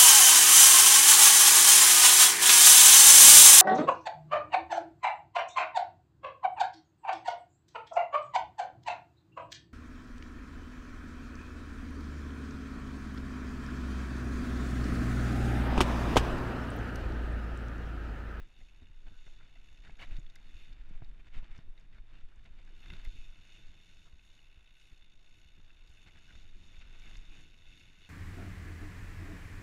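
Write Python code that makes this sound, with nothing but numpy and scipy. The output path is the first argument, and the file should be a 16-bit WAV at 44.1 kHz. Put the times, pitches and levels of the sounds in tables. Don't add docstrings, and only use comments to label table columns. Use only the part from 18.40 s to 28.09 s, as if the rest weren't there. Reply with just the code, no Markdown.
import sys
import numpy as np
from scipy import signal
from scipy.fft import rfft, irfft
from scipy.io import wavfile
from scipy.ndimage import uniform_filter1d

SR = 44100
rng = np.random.default_rng(int(sys.argv[2]) if len(sys.argv) > 2 else 0)


def boost_factor(decibels):
    exponent = np.asarray(decibels, float) / 20
    return 10 ** exponent


def waveform_to_disk(signal):
    frames = np.transpose(np.atleast_2d(signal))
    scaled = np.clip(frames, -1, 1) * 32767
    samples = np.round(scaled).astype(np.int16)
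    wavfile.write(sys.argv[1], SR, samples)


N = 427329
T = np.arange(N) / SR
HZ = np.maximum(np.fft.rfftfreq(2 ** 19, 1 / SR), .1)

# time in seconds, leaf litter under the tyres in dB, frame rumble in dB,
# wind buffet in dB.
TRAIL = [(0, -75.5, -71.5, -63), (.6, -76, -72, -46.5), (1.3, -74.5, -71, -51.5), (1.9, -72.5, -70, -54),
         (2.5, -70.5, -66.5, -44), (3.3, -81, -71, -55.5), (3.95, -76, -72, -57), (4.35, -72, -67, -47.5),
         (4.85, -73, -68.5, -50.5), (5.4, -74.5, -69.5, -64.5), (6.3, -81, -76.5, -62.5),
         (6.8, -81, -73.5, -54), (7.6, -74, -72, -60.5), (8.2, -73.5, -68.5, -60),
         (8.75, -68.5, -65.5, -49), (9.15, -76.5, -68.5, -64), (9.69, -72.5, -69.5, -57.5)]
# middle in seconds, crunch in dB, half length in seconds.
PATCHES = [(0.018, -68, 0.043), (0.679, -65.5, 0.013), (0.877, -71, 0.0095), (1.044, -73, 0.054),
           (1.452, -63, 0.017), (1.492, -66.5, 0.031), (1.621, -55.5, 0.029), (1.72, -65, 0.072),
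           (0.427, -75, 0.013), (2.53, -75, 0.062), (2.803, -68.5, 0.011), (2.874, -66.5, 0.014),
           (2.968, -62, 0.04), (3.042, -65.5, 0.024), (3.153, -68, 0.08), (3.42, -74, 0.038),
           (3.557, -72.5, 0.041), (3.754, -71, 0.078), (3.898, -76, 0.018), (4.066, -67, 0.015),
           (4.52, -66.5, 0.1), (4.606, -66, 0.015), (3.385, -76, 0.013), (4.196, -69, 0.016),
           (6.518, -74, 0.023), (4.652, -63, 0.023), (7.676, -63, 0.017), (7.771, -67, 0.026),
           (7.926, -75, 0.057), (8.34, -73, 0.041), (8.421, -65.5, 0.017), (8.549, -71, 0.031),
           (8.68, -70, 0.045), (8.961, -69.5, 0.056)]
# start in seconds, peak in dB, pitch in Hz.
THUMPS = [(0.215, -47, 68.4), (0.422, -47, 83), (0.5, -48.5, 84), (0.867, -47, 101), (1.307, -50, 53.6),
          (1.713, -46, 54.9), (1.787, -36.5, 126), (2.156, -40, 44.6), (2.509, -42, 160),
          (2.548, -48, 85.5), (2.621, -38.5, 125), (2.969, -37, 87), (3.098, -47, 69), (3.188, -42.5, 149),
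          (3.542, -45.5, 53.6), (3.834, -44, 46.1), (3.973, -43, 44.8), (4.108, -45.5, 55),
          (4.499, -48, 59.1), (4.674, -34.5, 56), (4.787, -41, 45), (8.448, -44, 45), (8.558, -57, 67.1),
          (8.929, -59, 83.3), (9.283, -47, 44.55)]
PATCH_SQUARENESS = 4


def unit(x):
    return x / np.sqrt(np.mean(x ** 2))


def curves(table):
    s, *columns = np.transpose(table)
    return [np.interp(T, s, c) for c in columns]


def slope(points):
    hz, db = np.transpose(points)
    return boost_factor(np.interp(np.log(HZ), np.log(hz), db, left=-90, right=-90))


def modes(table):
    return np.sqrt(sum(boost_factor(2 * db) / (1 + ((HZ - hz) / (width / 2)) ** 2) ** 1.3 for hz, width, db in table))


def band(lo_hz, hi_hz):
    return 1 / np.sqrt((1 + (lo_hz / HZ) ** 4) * (1 + (HZ / hi_hz) ** 4))


def through(x, gain):
    size = 2 * len(gain) - 2
    cep = irfft(np.log(gain + 1e-9))
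    cep = np.concatenate([cep[:1], 2 * cep[1:size // 2], np.zeros(size // 2)])
    return irfft(rfft(x, size) * np.exp(rfft(cep)))[:N]


def walk(rate_hz):
    k = int(SR / rate_hz)
    held = np.repeat(rng.standard_normal(N // k + 1), k)
    return 1.39 * uniform_filter1d(uniform_filter1d(held, k), k)[:N]


def evened(x, span_s, share):
    span = int(span_s * SR)
    power = uniform_filter1d(uniform_filter1d(x ** 2, span), span)
    return unit(x / power ** (share / 2))


def bursts(times_s, sizes, decay_s, click=0., rise_s=.0001):
    kicks = np.zeros(N)
    np.add.at(kicks, np.clip((np.asarray(times_s) * SR).astype(int), 0, N - 1), sizes)
    fall, rise = np.exp(-1 / (decay_s * SR)), np.exp(-1 / (rise_s * SR))
    envelope = signal.lfilter([1 - rise], np.convolve([1, -fall], [1, -rise]), kicks)
    return click * np.roll(kicks, int(rise_s * SR)) + envelope * rng.standard_normal(N)


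def swells(bed_db, s, db, fade_s, squareness):
    t = T[::128, None]
    shape = np.exp(-2 * (np.abs(t - s) / np.maximum(fade_s, .005)) ** squareness)
    power = (boost_factor(2 * db) * shape).sum(axis=1)
    return np.interp(T, t[:, 0], 10 * np.log10(boost_factor(2 * bed_db[::128]) + power))


def pedalling():
    # time in seconds, chain pull in dB, rollers meeting teeth per second.
    strokes = [(-.3, -75, 90), (0.231, -73.5, 83), (0.819, -71.5, 92), (1.3, -71, 69), (1.69, -72, 71),
               (2.201, -69, 90), (2.601, -64, 76), (3.999, -62, 62), (4.46, -65, 79), (4.759, -70, 112),
               (5.13, -69, 102), (5.501, -70, 91), (5.96, -71, 80), (6.45, -69, 69), (7.001, -71.5, 67.5),
               (7.6, -70, 90), (7.93, -69.5, 93), (8.321, -72, 110), (8.681, -68, 108), (8.97, -68, 107),
               (9.362, -68, 102), (9.72, -67.5, 107), (10.05, -69, 107)]
    coast_from_s, coast_to_s, ease_off_s, take_up_s = 2.33, 4.24, .04, 0.29
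    coast_pull_db, coast_hiss_db = -84, -99
    sag_db_per_s, hiss_sag_db_per_s, slowing_per_s = -7, -10, .4
    link_hiss_db, bump_pull_db = -11, -11

    s = np.transpose(strokes)[0]
    turn = np.interp(T, s, np.arange(len(s)))
    slack_s = np.sin(np.pi * turn) ** 2 * np.minimum(np.diff(s)[turn.astype(int)], .65)
    push_db, rate = curves(strokes)
    edges = np.minimum((T - coast_from_s) / ease_off_s, (coast_to_s - T) / take_up_s)
    coast = np.clip(edges / 2 + .5, 0, 1)
    pull_db = (1 - coast) * (push_db + sag_db_per_s * slack_s) + coast * coast_pull_db
    hiss_db = (1 - coast) * (push_db + link_hiss_db + hiss_sag_db_per_s * slack_s) + coast * coast_hiss_db
    at_s, crunch_db, half_s = np.transpose(PATCHES)
    pull_db = swells(pull_db, at_s, crunch_db + bump_pull_db, half_s, PATCH_SQUARENESS)
    return pull_db, hiss_db, rate * (1 - slowing_per_s * slack_s * (1 - coast))


def chain():
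    # pitch in Hz, width in Hz, level in dB.
    chain_modes = [(1494, 62, -8.5), (2173, 180, -8), (2643, 140, -1.5), (2895, 110, -2.5),
                   (3600, 250, -0.5), (4280, 190, -11), (5800, 130, -18), (5320, 140, -17),
                   (6670, 244, -11.5), (8700, 400, -26), (10720, 200, -20.5), (11550, 250, -22),
                   (12300, 200, -27), (13680, 90, -28)]
    # frequency in Hz, level in dB.
    chain_wash = [(300, -45), (1200, -34.5), (2500, -15), (4000, -19), (7000, -20.5), (7800, -28),
                  (13000, -33), (14300, -61)]
    pull_db, hiss_db, rate = pedalling()
    count = np.cumsum(rate) / SR
    landed = int(count[-1])
    chance = rng.standard_normal((1200, 6))[:landed].T
    times_s = np.interp(np.arange(landed) + 0.054 * chance[0], count, T)
    colour = np.hypot(modes(chain_modes), slope(chain_wash))
    # gain, level in dB, share of landings over sliding
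    parts = ((band(7.4, 3200) ** 2, pull_db + 0.5, .8),
             (band(3200, 4800) ** 2, pull_db - 0.5, .82),
             (band(5000, 7800) ** 2, hiss_db + 5.5, .7),
             (band(8700, 11100) ** 3, hiss_db - 8.0, .65),
             (band(11100, 30000) ** 3, hiss_db - 12.0, .6))
    ring = 0
    for (part, db, share), blows in zip(parts, chance[1:]):
        landings = unit(bursts(times_s, boost_factor(2.2 * blows), decay_s=0.004, rise_s=0.0023))
        sliding = boost_factor(3.8 * walk(22)) * rng.standard_normal(N)
        rubbed = unit(through(share * landings + (1 - share) * sliding, colour * part))
        ring = ring + boost_factor(db + 1.16 * walk(6)) * rubbed
    return ring


def tyres():
    # frequency in Hz, level in dB.
    crunch_colour = [(700, -39), (1250, -5), (1600, -3), (2400, -3.5), (3700, -8.5), (5200, -19.5),
                     (8000, -26), (14000, -67.5)]
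    # frequency in Hz, level in dB.
    dirt_colour = [(210, -22.5), (350, -3), (1490, -5.5), (2700, -10.5), (3280, -10.5), (3600, -0.5),
                   (4070, -16), (13400, -30)]
    dirt_db = -78
    crunch_db = swells(curves(TRAIL)[0], *np.transpose(PATCHES), PATCH_SQUARENESS)
    chance = rng.random((8000, 2)).T
    grain_sizes = boost_factor(-3.6 * np.log(1.02 - chance[1]))
    grains = unit(bursts(chance[0] * N / SR, grain_sizes, decay_s=0.0014))
    crunch = unit(through(boost_factor(6.0) * grains + rng.standard_normal(N), slope(crunch_colour)))
    dull = unit(through(boost_factor(0.94 * walk(30)) * rng.standard_normal(N), band(480, 1300) ** 1.08))
    dirt = unit(through(boost_factor(walk(15)) * rng.standard_normal(N), slope(dirt_colour)))
    dull_db = 1.14 * (crunch_db + 62) - 66.5
    return boost_factor(crunch_db) * crunch + boost_factor(dull_db) * dull + boost_factor(dirt_db) * dirt


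def knocks():
    # start in seconds, peak in dB, dull body in dB, small parts in dB.
    knock_events = [(0.2118, -57, -16, -8), (0.4194, -60, -8, -7), (0.6665, -55, -11, -10),
                    (0.8644, -53, -12, -10), (.878, -57, -3, -14), (1.0057, -59, -1, -20),
                    (1.1556, -55, -19, -15), (1.4721, -44.5, -22, -20), (1.4952, -44.5, -10, -27),
                    (1.594, -62, -14, -11), (1.7645, -57, -8, 6), (1.959, -50, -30, -8),
                    (2.6207, -61, 9.5, -12), (3.1883, -61, 5, -1), (3.376, -60, -18, 3),
                    (7.201, -60, -8, -8), (3.583, -55, -12, -8), (4.0572, -58, -18, 0),
                    (4.459, -45.5, -31, -6), (4.501, -40.5, -16, -2), (4.5348, -42, -18, -2.5),
                    (4.65, -49, -12, -1), (7.9046, -55, -30, -14), (7.951, -53, -6, -6),
                    (8.4203, -53, -23, -8), (8.7092, -49, -17, -9), (8.7533, -46, -18, -1.5)]
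    # pitch in Hz, width in Hz, level in dB.
    part_modes = [
        [(1550, 310, 1), (2060, 190, 6)],
        [(2780, 220, -5), (3640, 270, 2), (4250, 590, -17)],
    ]
    decay_s, rise_s = .0016, .0015
    s, db, dull_db, small_db = np.transpose(knock_events)
    large = bursts(s, boost_factor(db + 11.5), decay_s, click=2.0, rise_s=rise_s)
    small = bursts(s, boost_factor(db + small_db + 16.5), decay_s, click=4.4, rise_s=rise_s)
    dull = bursts(s, boost_factor(db + dull_db + 8.0), decay_s=0.0052, click=10.0)
    ringing = through(large, modes(part_modes[0])) + through(small, modes(part_modes[1]))
    return ringing + through(dull, band(120, 1180) ** 1.57)


def slaps():
    # start in seconds, peak in dB, pitch in Hz.
    slap_events = [(0.286, -50, 2640), (0.4678, -53, 2830), (0.8175, -56, 2870), (0.8649, -58, 2880),
                   (1.1567, -54, 2740), (1.286, -48.5, 2660), (1.3458, -54, 3600), (1.4227, -53, 3600),
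                   (1.5938, -44, 2240), (1.6262, -35.5, 2240), (1.6372, -41, 2350), (1.766, -47.5, 1960),
                   (1.8636, -45, 3410), (1.898, -48, 3700), (2.3246, -50, 3600), (2.644, -48, 3740),
                   (3.3757, -58, 2120), (3.5309, -54, 2020), (3.5843, -56, 2250), (4.0562, -54, 2170),
                   (4.436, -50, 3600), (4.5, -40, 2670), (4.534, -46, 1510), (4.6497, -46, 2100),
                   (5.1187, -55, 2620), (5.1482, -48, 2690), (5.3757, -53, 2550), (5.7279, -61, 3520),
                   (5.7922, -52, 2560), (5.9901, -50, 2880), (6.2616, -51.5, 3735), (6.2917, -52, 3550),
                   (6.3889, -57, 3580), (6.4174, -51, 2900), (6.6219, -48.5, 3547), (6.8717, -53, 2670),
                   (7.3036, -49, 2670), (7.3688, -52.5, 3590), (7.9052, -48, 1500), (8.091, -51, 3730),
                   (8.2369, -46.5, 3640), (8.3446, -50, 2270), (8.4184, -48.5, 2710), (8.7094, -47, 2133),
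                   (8.754, -49, 2730), (9.0344, -51, 3540), (9.1421, -53, 2860), (9.2199, -48, 3620),
                   (9.268, -56, 2564), (9.3177, -49, 3530), (9.3741, -47, 3654), (9.409, -44, 2730),
                   (9.623, -57, 2635)]
    ring_db, t60_s, rise_s, crack_db = -1.5, 0.022, 0.0015, 1
    out, t = np.zeros(N + SR), np.arange(SR // 20) / SR
    for s, db, hz in slap_events:
        envelope = boost_factor(db + ring_db - 60 * t / t60_s) * (1 - np.exp(-t / rise_s))
        out[int(s * SR):][:len(t)] += envelope * np.sin(2 * np.pi * hz * t)
    s, db, _ = np.transpose(slap_events)
    crack = bursts(s, boost_factor(db + crack_db), decay_s=0.0026, click=2.5, rise_s=.001)
    return out[:N] + through(crack, band(1300, 3850) ** 3)


def scrapes():
    # middle in seconds, level in dB, half length in seconds, pitch in Hz.
    scrape_events = [(.215, -73.5, 0.01, 684), (0.671, -71, 0.01, 720), (0.749, -74, 0.051, 1507),
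                     (1.009, -68.5, .012, 1400), (1.16, -70.5, 0.0067, 690), (1.456, -67, 0.017, 1870),
                     (1.597, -65, 0.008, 1584), (1.621, -68, 0.034, 668), (1.62, -66, .028, 1100),
                     (1.625, -61, 0.02, 2277), (1.618, -56, 0.024, 2900), (1.638, -61, 0.0095, 1790),
                     (1.63, -64, 0.029, 3820), (1.797, -69, 0.0046, 6800), (2.8, -69.5, 0.0093, 2320),
                     (3.128, -70, .025, 2180), (2.2, -66, 0.053, 2615), (2.969, -68.5, 0.04, 2220),
                     (3.56, -81, 0.036, 2210), (3.57, -72, 0.021, 1484), (3.769, -70.5, 0.023, 2740),
                     (3.925, -69.5, 0.0099, 1430), (4.179, -83, 0.016, 1900), (4.283, -69.5, 0.0096, 1620),
                     (4.664, -69, .012, 2120), (4.831, -68, 0.067, 2586), (5.162, -69, .04, 2680),
                     (5.67, -71, 0.014, 1283), (7.3, -75.5, .025, 1498), (7.61, -71, 0.032, 2660),
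                     (7.682, -67, 0.021, 2120), (7.891, -68.5, 0.019, 1526), (8.65, -66, 0.029, 2252),
                     (8.93, -65, 0.032, 2608)]
    width_hz = 150
    out, t = np.zeros(N + SR), np.arange(-SR // 10, SR // 10) / SR
    smooth = signal.butter(1, width_hz / 2, fs=SR)
    for s, db, half_s, hz in scrape_events:
        rub = signal.lfilter(*smooth, rng.standard_normal((2, len(t))))
        hold = np.exp(-(t / max(half_s, .003)) ** PATCH_SQUARENESS)
        ring = hold * (rub[0] * np.cos(2 * np.pi * hz * t) + rub[1] * np.sin(2 * np.pi * hz * t))
        level = boost_factor(db) * np.sqrt(np.sum(hold ** 2) / np.sum(ring ** 2))
        out[int(s * SR) + SR // 10:][:len(t)] += level * ring
    return out[SR // 5:][:N]


def ticks():
    # start in seconds, peak in dB,
    # top edge in dB, colour in Hz.
    tick_events = [(0.0004, -70, -2, 4710), (1.6114, -58, -22, 4450), (1.7514, -63, -23, 4300),
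                   (1.7664, -55, -19, 4830), (1.7948, -66, -27, 6700), (1.8976, -61, -20, 5740),
                   (1.956, -52.5, -9.5, 5400), (2.1124, -71, -19, 6660), (2.3285, -58, -25, 4297),
                   (2.4907, -68, -15, 6580), (2.6439, -60, -25, 4400), (3.1593, -65, -24, 5500),
                   (3.1762, -58.5, -29, 5400), (3.3962, -66.5, -24, 6540), (3.4084, -65, -28, 4700),
                   (3.9574, -69, -20, 6600), (3.992, -72, -19, 4370), (4.0412, -66, -21, 5530),
                   (4.2482, -65, -22, 6510), (4.6478, -57.5, -8, 6570), (6.4036, -72, -18, 6510),
                   (6.4174, -67, -22, 6410), (7.4729, -58, -24, 4360), (7.4943, -63, -18, 6580),
                   (7.7867, -61, -26, 6550), (8.5257, -63, -26, 6610), (8.5944, -59, -22, 6350),
                   (8.7675, -54, -31, 6100), (8.8112, -67, -26, 6600), (9.2394, -73, -17, 4336),
                   (9.3956, -63, -16, 4450)]
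    s, db, top_db, hz = np.transpose(tick_events)
    out, t = np.zeros(N + SR), np.arange(SR // 40) / SR
    for at_s, gain, centre_hz in zip(s, boost_factor(db), hz):
        crack = (np.exp(-t / 0.0039) - np.exp(-t / 0.0008)) * rng.standard_normal(len(t))
        around = signal.butter(2, [0.74 * centre_hz, 1.14 * centre_hz], "band", fs=SR)
        crack = signal.lfilter(*around, crack)
        out[int(at_s * SR):][:len(t)] += gain * crack / np.abs(crack).max()
    edge = bursts(s, boost_factor(db + top_db + 16.5), decay_s=0.00094, click=3.6, rise_s=.0004)
    edge_gain = np.hypot(band(8800, 13000) ** 2.0, boost_factor(-3.0) * band(4600, 8400) ** 2.0)
    return out[:N] + through(edge, edge_gain)


def thumps():
    lump_db = (-47, -44, -45.5, -56, -46, -44.5, -44, -44)
    lump_hz, first_s, turn_s = 55, 5.291, .4413
    lumps = [(first_s + k * turn_s, db, -lump_hz) for k, db in enumerate(lump_db)]
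    out, t = np.zeros(N + SR), np.arange(SR // 4) / SR
    for s, db, hz in list(THUMPS) + lumps:
        swing = np.sin(2 * np.pi * hz * t) * np.exp(-t * abs(hz) / .8)
        out[int(s * SR):][:len(t)] -= boost_factor(db) * swing
    return out[:N]


def lurches():
    # middle in seconds, depth in dB, width in seconds.
    lurch_events = [(0.028, -35.5, 0.024), (0.229, -42.5, 0.017), (0.678, -36, 0.024), (0.884, -39.5, 0.02),
                    (1.403, -37.5, 0.017), (1.531, -38, 0.019), (1.721, -32, 0.02), (1.751, -31, 0.018),
                    (1.797, -32.5, 0.021), (2.149, -38.5, 0.016), (2.321, -33.5, 0.021),
                    (2.413, -39, 0.017), (2.567, -32, 0.03), (2.689, -35, 0.042), (2.984, -27, 0.025),
                    (3.116, -34, 0.026), (3.302, -35, 0.027), (3.607, -35, 0.02), (3.849, -32, 0.03),
                    (4.179, -40.5, 0.02), (4.506, -40, 0.0093), (4.593, -38.5, 0.025), (4.635, -37.5, 0.02),
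                    (4.685, -27.5, 0.017), (4.8, -33.5, 0.028), (4.896, -41, 0.02), (5.265, -37.5, 0.028),
                    (7.983, -38.5, 0.021), (8.152, -44, 0.022), (8.709, -43, 0.022), (8.789, -37, 0.017),
                    (8.896, -37.5, 0.022), (9.277, -46, 0.025)]
    rebound, rebound_spread = 0.61, 2.55
    s, db, width_s = np.transpose(lurch_events)
    t = T[::16, None]

    def bell(spread):
        return np.exp(-4 * np.log(2) * ((t - s) / (spread * width_s)) ** 2)

    pressure = rebound * bell(rebound_spread) - (1 + rebound) * bell(0.97)
    return np.interp(T, t[:, 0], pressure @ boost_factor(db))


def wind():
    # peak in seconds, level in dB, time to fade 9 dB in seconds.
    gusts = [(0.269, -44, 0), (1.0, -51, -0.1), (1.45, -55, 1.6), (1.78, -35, 0.08), (2.1, -46, -0.4),
             (2.4, -49, 1.65), (3.031, -38, -0.2), (3.701, -50.5, 0.5), (4.4, -56, -1.3),
             (5.61, -54.5, 1.1), (6.529, -45, -0.2), (7.37, -53, 0.3), (8.05, -46, 0.16),
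             (8.42, -52.5, -0.04), (8.58, -49.5, 0.65), (9.28, -57.5, 0)]
    # start in seconds, peak in dB.
    shudders = [(0.199, -59), (0.35, -68), (0.414, -49.5), (0.658, -55), (0.711, -54), (0.868, -64),
                (0.989, -61), (1.181, -65), (1.397, -57), (1.482, -48.5), (1.531, -65), (1.61, -52),
                (1.704, -50), (1.783, -48), (2.013, -67), (2.093, -55), (2.202, -56), (2.283, -55),
                (2.503, -55), (2.616, -49.5), (2.706, -64), (2.783, -53), (2.962, -49), (3.183, -62),
                (3.273, -55), (4.029, -63), (4.348, -64), (4.406, -63), (4.523, -44), (4.656, -53),
                (4.747, -53), (4.987, -57), (5.078, -65), (5.182, -57), (5.238, -62), (5.306, -64),
                (5.717, -67), (6.05, -66), (6.154, -60), (6.516, -62), (6.969, -59), (7.177, -53.5),
                (7.738, -54), (7.954, -52.5), (8.043, -60), (8.152, -55), (8.223, -62), (8.304, -56),
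                (8.409, -65), (8.814, -55), (8.984, -51), (9.204, -60), (9.286, -67), (9.412, -58),
                (9.587, -55)]
    # frequency in Hz, level in dB.
    rumble_colour = [(24, -27), (40, -12), (75, -7.5), (237, -20), (350, -25), (600, -41.5), (780, -71.5),
                     (1320, -120)]
    # frequency in Hz, level in dB.
    buffet_colour = [(2, -13.5), (5, -6.5), (9, -1.5), (16, 2), (25, -6.5), (40, -15), (70, -39.5),
                     (200, -64.5)]
    squareness = 1.1

    _, rumble_db, buffet_db = curves(TRAIL)
    buffet_db = swells(buffet_db, *np.transpose(gusts), squareness)
    s, db, hz = np.transpose(THUMPS)
    bump_db = db - 33 - 4 * np.log2(hz / 60)
    rumble_db = swells(rumble_db - 1.5, s, bump_db, 0.034, squareness)
    s, db, half_s = np.transpose(PATCHES)
    rumble_db = swells(rumble_db, s, -67 + 0.55 * (db + 67.5), half_s, squareness)
    s, db = np.transpose(shudders)
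    rumble_db = swells(rumble_db, s + 0.011, db - 10.5, 0.017, squareness)

    buffet = through(rng.standard_normal(N), slope(buffet_colour))
    buffet = evened(buffet, span_s=0.074, share=0.56)
    rumble = 0
    for hz in (30, 60, 120, 240, 480):
        octave = evened(through(rng.standard_normal(N), band(hz, 2 * hz)), span_s=.04, share=.75)
        rumble = rumble + boost_factor(1.6 * walk(30)) * octave / np.sqrt(30 / hz)
    rumble = unit(through(rumble, slope(rumble_colour)))
    return buffet * boost_factor(buffet_db) + rumble * boost_factor(rumble_db + 3.5 + 1.1 * walk(40))


def scene():
    bike = chain() + tyres() + knocks() + slaps() + scrapes() + ticks()
    return (bike + thumps() + lurches() + wind())[None]


def top_cut(x):
    return signal.sosfilt(signal.butter(12, 14300, fs=SR, output="sos"), x)


def record(dry):
    # centre in Hz, width in Hz, level in dB.
    housing = [(327.5, 36, 3), (660, 27, 4), (1220, 120, -3), (3276, 110, -9), (4023, 140, -9.5),
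               (5000, 160, -5), (6020, 120, -3.5), (7970, 390, -5), (12200, 290, -6.5), (15000, 2000, -7.5)]
    colour_db = sum(db / (1 + ((HZ - hz) / (width / 2)) ** 2) for hz, width, db in housing)
    mix = through(dry[0], boost_factor(colour_db))[None]
    return top_cut(mix)


dry = scene()
out = record(dry)
waveform_to_disk(out)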